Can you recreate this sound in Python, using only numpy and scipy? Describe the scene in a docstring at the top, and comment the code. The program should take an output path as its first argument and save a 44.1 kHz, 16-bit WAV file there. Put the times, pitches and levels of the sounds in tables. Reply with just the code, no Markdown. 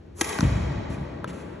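"""A racket swishes over a low ventilation rumble, then cracks against a shuttlecock: a badminton jump smash.
The large sports hall answers with slap echoes and a long tail while the follow-through hums through the air.
The player lands with sole clicks and deep thuds of the sprung floor, then shuffles and steps.
A small stereo microphone listens from behind the court."""
import sys
import numpy as np
from scipy import signal
from scipy.fft import rfft, irfft
from scipy.io import wavfile

SR = 44100
rng = np.random.default_rng(int(sys.argv[2]) if len(sys.argv) > 2 else 0)


def wrap_up_sound(samples):
    """Save the sound to the file named by the first command line argument, as 16-bit audio."""
    columns = np.atleast_2d(samples).T
    # keep every value between -1 and 1, then stretch to whole-number steps
    tamed = np.clip(columns, -1, 1)
    steps = np.round(tamed * 32767).astype(np.int16)
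    wavfile.write(sys.argv[1], SR, steps)


N = 70560
T = np.arange(N) / SR
HZ = np.maximum(np.fft.rfftfreq(2 * N, 1 / SR), 1)


def from_db(db):
    """Decibels to gain."""
    return 10 ** (np.asarray(db) / 20)


def at_hz(points, hz, column=1):
    """Read a column of a table on a log-frequency axis."""
    points = np.array(points)
    return np.interp(np.log(hz), np.log(points[:, 0]), points[:, column])


def filtered(x, response):
    """Apply a frequency response."""
    return irfft(rfft(x, 2 * N) * response)[..., :N]


def convolve(x, response):
    """Pass a sound through an impulse response."""
    return filtered(x, rfft(response, 2 * N))


def low_cut(x, hz, order=2):
    """Small or slow motions radiate little bass."""
    return signal.sosfilt(signal.butter(order, hz, "high", fs=SR, output="sos"), x)


def noise(spectrum):
    """Coloured noise of rms 1; the spectrum sets only its shape."""
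    x = filtered(rng.standard_normal(N), from_db(at_hz(spectrum, HZ)))
    return x / x.std()


def diffuse(make):
    """Two draws of a noise, as mid and side, give a partly alike left and right."""
    # likeness of diffuse sound in the two channels: freq_hz, likeness (0-1)
    likeness = [(80, 1), (200, 0.95), (520, 0.12), (1200, 0.3), (1800, 0.82), (3000, 0), (4800, 0.63),
                (6000, 0.75), (7600, 1), (9000, 1), (11000, 1)]
    alike = np.clip(at_hz(likeness, HZ), 0, .999)
    mid = filtered(make(), np.sqrt((1 + alike) / 2))
    side = filtered(make(), np.sqrt((1 - alike) / 2))
    return np.array([mid + side, mid - side])


def envelope(start_s, rise_s, hold_s, t60_s):
    """Curved attack, hold, exponential release."""
    t = T - start_s
    attack = np.clip(t / rise_s, 0, 1) ** 2
    return attack * from_db(-60 * np.maximum(t - rise_s - hold_s, 0) / t60_s)


def ring(start_s, modes, pitch=1, spread_s=0):
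    """Struck modes: dying sines, set off at random moments within the spread."""
    out = np.zeros(N)
    for hz, db, t60 in modes:
        t = T - start_s - spread_s * rng.random()
        live = (t > 0) & (t < 2 * t60)
        out[live] += from_db(db - 60 * t[live] / t60) * np.sin(2 * np.pi * hz * pitch * t[live])
    return out


def ventilation():
    """The ventilation lays a steady, diffuse rumble under everything."""
    # colour of the rumble: freq_hz, level_db
    colour = [(25, -27), (45, -16), (75, 2), (130, -7.5), (230, -14), (340, -11), (600, -22.5),
              (1200, -32.5), (3000, -40.5), (6000, -50.5), (11000, -60.5), (14000, -84)]
    return from_db(-44.5) * diffuse(lambda: noise(colour))


def swish():
    """Air rushes through the strings as the racket gathers speed."""
    # colour of the rushing air: freq_hz, level_db
    colour = [(120, -16), (280, 3), (420, 10), (700, 1), (1100, 9.5), (1500, -2.5), (4000, -8), (6500, 4),
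              (8500, 1), (10500, 5), (13000, -21)]
    return from_db(-37) * noise(colour) * envelope(start_s=.14, rise_s=.072, hold_s=0, t60_s=.33)


def smash(hit_s=.2102):
    """Three layers: cork and feathers crack on the strings, the racket pings, its head pops."""
    # colour of the crack: freq_hz, level_db
    colour = [(60, -15), (200, -30), (450, -14), (750, -1.5), (1100, 9.5), (1450, -11), (2100, -0.5),
              (3700, -4.5), (4800, -4), (6200, -2.5), (8000, -1), (10500, 2), (12000, -11.5),
              (14000, -23.5)]
    # modes of frame and strings: pitch_hz, level_db, t60_s
    racket_modes = [(481, -27, 0.061), (686, -18, 0.021), (790, -17.5, 0.028), (1140, -37, 0.11),
                    (1278, -28, 0.06), (1645, -25.5, 0.068), (1864, -36.5, 0.12), (2040, -19, 0.018),
                    (2326, -34.5, 0.072), (2664, -39.5, 0.14), (3214, -24.5, 0.037), (3713, -32.5, 0.055),
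                    (5710, -21.5, 0.015), (6390, -20, 0.024), (6770, -18.5, 0.012)]
    pop_hz, pop_db, pop_t60_s = 328, -15, .044
    crack = from_db(-21.5) * noise(colour) * envelope(hit_s, rise_s=.00019, hold_s=.0066, t60_s=.018)
    # the modes are set off while the shuttlecock is on the strings
    ping = ring(hit_s + .000522, racket_modes, spread_s=.003)
    pop = -ring(hit_s + .004494, [(pop_hz, pop_db, pop_t60_s)])
    return low_cut(np.array([crack, ping, pop]), hz=204)


def hall(x, predelay_s=.011, build_s=.027):
    """A diffuse tail builds up and dies away, the treble first; a few resonances linger."""
    # colour and decay of the reverb: freq_hz, level_db, t60_s
    reverb = [(59, 12, 1.97), (156, 13, 2.6), (316, 4.5, 7.34), (566, 11, 5.53), (1160, 9, 3.88),
              (1410, 6.5, 4.5), (1840, 7.5, 3.6), (2160, 7.5, 2.93), (3930, 4.5, 2.84), (6160, 0.5, 1.67),
              (10300, 6.5, 0.79), (12000, 8.5, 0.47)]
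    # resonances of the hall: pitch_hz, level_db, t60_s
    hall_modes = [(604.6, -62.5, 2.2), (1162, -61.5, 1.9), (1616, -60, 1.4), (1837, -60, 4.8),
                  (2236, -67, 2.2), (2420, -61.5, 2.2)]
    white = rfft(diffuse(lambda: rng.standard_normal(N)), 2 * N) / np.sqrt(SR)
    centres_hz = np.geomspace(60, 12500, 24)
    tail = ring(predelay_s, hall_modes)
    for hz, pick in zip(centres_hz, np.eye(len(centres_hz))):
        band = irfft(white * np.interp(np.log(HZ), np.log(centres_hz), pick))[:, :N]
        decay = envelope(predelay_s, rise_s=.00048, hold_s=0, t60_s=at_hz(reverb, hz, column=2))
        tail = tail + band * from_db(at_hz(reverb, hz)) * decay
    return convolve(x, tail * (1 - np.exp(-T / build_s)))


def follow_through():
    """Eddies shed by the slowing racket shaft give a falling, breathy hum."""
    start_s, start_hz, fall_hz_per_s, waver_hz = .24, 485, 850, 25
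    pitch_hz = np.maximum(start_hz - fall_hz_per_s * (T - start_s), start_hz / 2)
    waver = filtered(rng.standard_normal(N), 1 / (1 + (HZ / waver_hz) ** 2))
    tone = (1 + .5 * waver / waver.std()) * np.sin(2 * np.pi * np.cumsum(pitch_hz) / SR)
    return from_db(-41) * tone * envelope(start_s, rise_s=.015, hold_s=.079, t60_s=.57)


def slap_echoes(x):
    """Walls and roof return smeared copies, each dulled by its surface."""
    # reflections: delay_s, level_db, smear_s, cutoff_hz
    echoes = [(0.032, -14, .002, 14000), (.079, -12, .003, 13000), (.089, -9, .007, 2300),
              (.113, -11.5, 0.0059, 5000), (.139, -8, .006, 1300)]
    response = 0
    for delay_s, db, smear_s, cutoff_hz in echoes:
        scatter = rng.standard_normal(N) * (T > delay_s) * np.exp(-abs(T - delay_s) / smear_s)
        scatter = scatter / np.linalg.norm(scatter) + 1e-18
        dull = signal.butter(2, cutoff_hz, fs=SR, output="sos")
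        response += from_db(db) * signal.sosfilt(dull, scatter)
    return convolve(x, response)


def sole_clicks():
    """Soles snap and knock on the mat three times; a faint, brighter slap echo follows the last."""
    # three sole clicks, then the echo: start_s, level_db, snap_db, pitch_ratio
    cues = [(0.3876, -16, -7, 1.07), (0.407, -18, 2.5, .95), (1.2436, -17.5, -15, 0.956),
            (1.2755, -34.5, -13, 2.03)]
    # modes of the sole: pitch_hz, level_db, t60_s
    sole_modes = [(642, -12, 0.049), (1070, -9.5, 0.027), (1390, -4.5, .018), (1657, -16.5, 0.038),
                  (3680, -21, 0.023), (4870, -25, 0.013)]
    # colour of the snap: freq_hz, level_db
    colour = [(500, 11.5), (2000, 2.5), (3300, -9.5), (4600, 1.5), (6200, 3), (8000, -13), (10500, -0.5),
              (12000, -16), (13500, -38.5)]
    snap_noise = noise(colour)
    clicks = 0
    for start_s, db, snap_db, pitch in cues:
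        knock = ring(start_s, sole_modes, pitch, spread_s=.00051)
        snap = snap_noise * envelope(start_s, rise_s=.0002, hold_s=.00025, t60_s=.007)
        clicks += from_db(db) * (knock + from_db(snap_db) * snap)
    return low_cut(clicks, hz=284)


def floor_thuds():
    """The player's weight sets the floor booming; a longer contact is duller."""
    # footfalls: start_s, level_db, contact_s
    footfalls = [(0.393, -23.5, 0.00088), (0.4266, -14, 0.0031), (0.4457, -9, .0047),
                 (0.4603, -15.5, 0.0055), (0.5059, -13.5, 0.01074), (0.5566, -18.5, 0.0063),
                 (0.6652, -15, 0.0093), (0.7049, -15.5, 0.011), (0.8999, -30.5, 0.0039),
                 (1.0104, -29.5, 0.0036), (1.276, -33.5, 0.0021), (1.3382, -37, 0.0054)]
    # modes of the sprung floor: pitch_hz, level_db, t60_s
    floor_modes = [(63.9, -15.5, 0.52), (86.8, -10.5, 0.21), (109.7, -11.5, 0.21), (141.7, -5.5, 0.15),
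                   (178.5, -1.5, 0.25), (227.8, 1.5, 0.1), (275.9, -2.5, 0.16)]
    boom = 0
    for start_s, db, contact_s in footfalls:
        push = np.sin(np.pi * np.clip(T / contact_s, 0, 1)) ** 2
        boom += from_db(db) * convolve(ring(start_s, floor_modes), push / push.sum())
    return low_cut(boom, hz=60.5, order=6)


def scuffs():
    """Soles slide on the mat with a rub and a hiss."""
    # slides: start_s, hold_s, level_db, hiss_db
    slides = [(0.422, 0.026, -34.5, -20), (0.893, 0.048, -50, -3.5), (1.273, 0.023, -43, -7.5),
              (1.325, 0.085, -52, -4.5)]
    # body of a scuff: freq_hz, level_db
    rub_colour = [(150, -22), (350, 12.5), (850, 0.5), (1600, -3.5), (2700, -4), (5000, -20), (10000, -52)]
    # top end of a scuff: freq_hz, level_db
    hiss_colour = [(2000, 3.5), (4500, 1.5), (6800, 4), (8500, 3), (10500, 4), (12500, -22.5)]
    rub, hiss = noise(rub_colour), noise(hiss_colour)
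    shuffle = 0
    for start_s, hold_s, db, hiss_db in slides:
        stroke = envelope(start_s, rise_s=.0076, hold_s=hold_s, t60_s=.11)
        shuffle += from_db(db) * (rub + from_db(hiss_db) * hiss) * stroke
    return shuffle


def squeak(peak_s=.946, pitch_hz=2430, width_s=.007):
    """A sole grips with a tiny squeak."""
    return from_db(-44) * np.sin(2 * np.pi * pitch_hz * T) * np.exp(-((T - peak_s) / width_s) ** 2)


def scene():
    """Racket and footwork, their echoes and reverb, over the ventilation."""
    crack, ping, pop = smash()
    clicks = sole_clicks()
    # reverb sends: sound, send_db
    sends = [(swish(), 9), (crack, 3), (ping, -4), (pop, -1),
             (clicks, -9.5), (floor_thuds(), -6.5), (scuffs(), 2.5)]
    direct = sum(sound for sound, _ in sends) + follow_through() + squeak()
    # sounds made at floor level reach the walls more weakly
    slaps = slap_echoes(crack + ping + from_db(-8.5) * clicks)
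    tail = hall(sum(from_db(send_db) * sound for sound, send_db in sends))
    return direct + slaps + tail + ventilation()


def record(dry, cutoff_hz=14900):
    """The microphone pair sets left and right apart in level and phase; the top is cut steeply."""
    # stereo balance: freq_hz, left_minus_right_db
    balance = [(110, 1), (200, -0.5), (370, 10), (680, 0.5), (1260, 2), (3000, 0)]
    # phase between the channels: freq_hz, left_lead_rad
    phase = [(80, 0), (340, .5), (620, -1.8), (1800, .2), (3100, -1), (4300, .5), (4850, 3.1), (5500, 6),
             (6200, 6.4), (9000, 9.4), (12000, 12.5)]
    lean = from_db(at_hz(balance, HZ) / 2)
    lead = np.interp(HZ, *np.transpose(phase))
    pair = filtered(dry, np.array([lean, np.exp(-1j * lead) / lean]))
    return signal.sosfilt(signal.cheby2(12, 70, cutoff_hz, fs=SR, output="sos"), pair)


dry = scene()
out = record(dry)
wrap_up_sound(out)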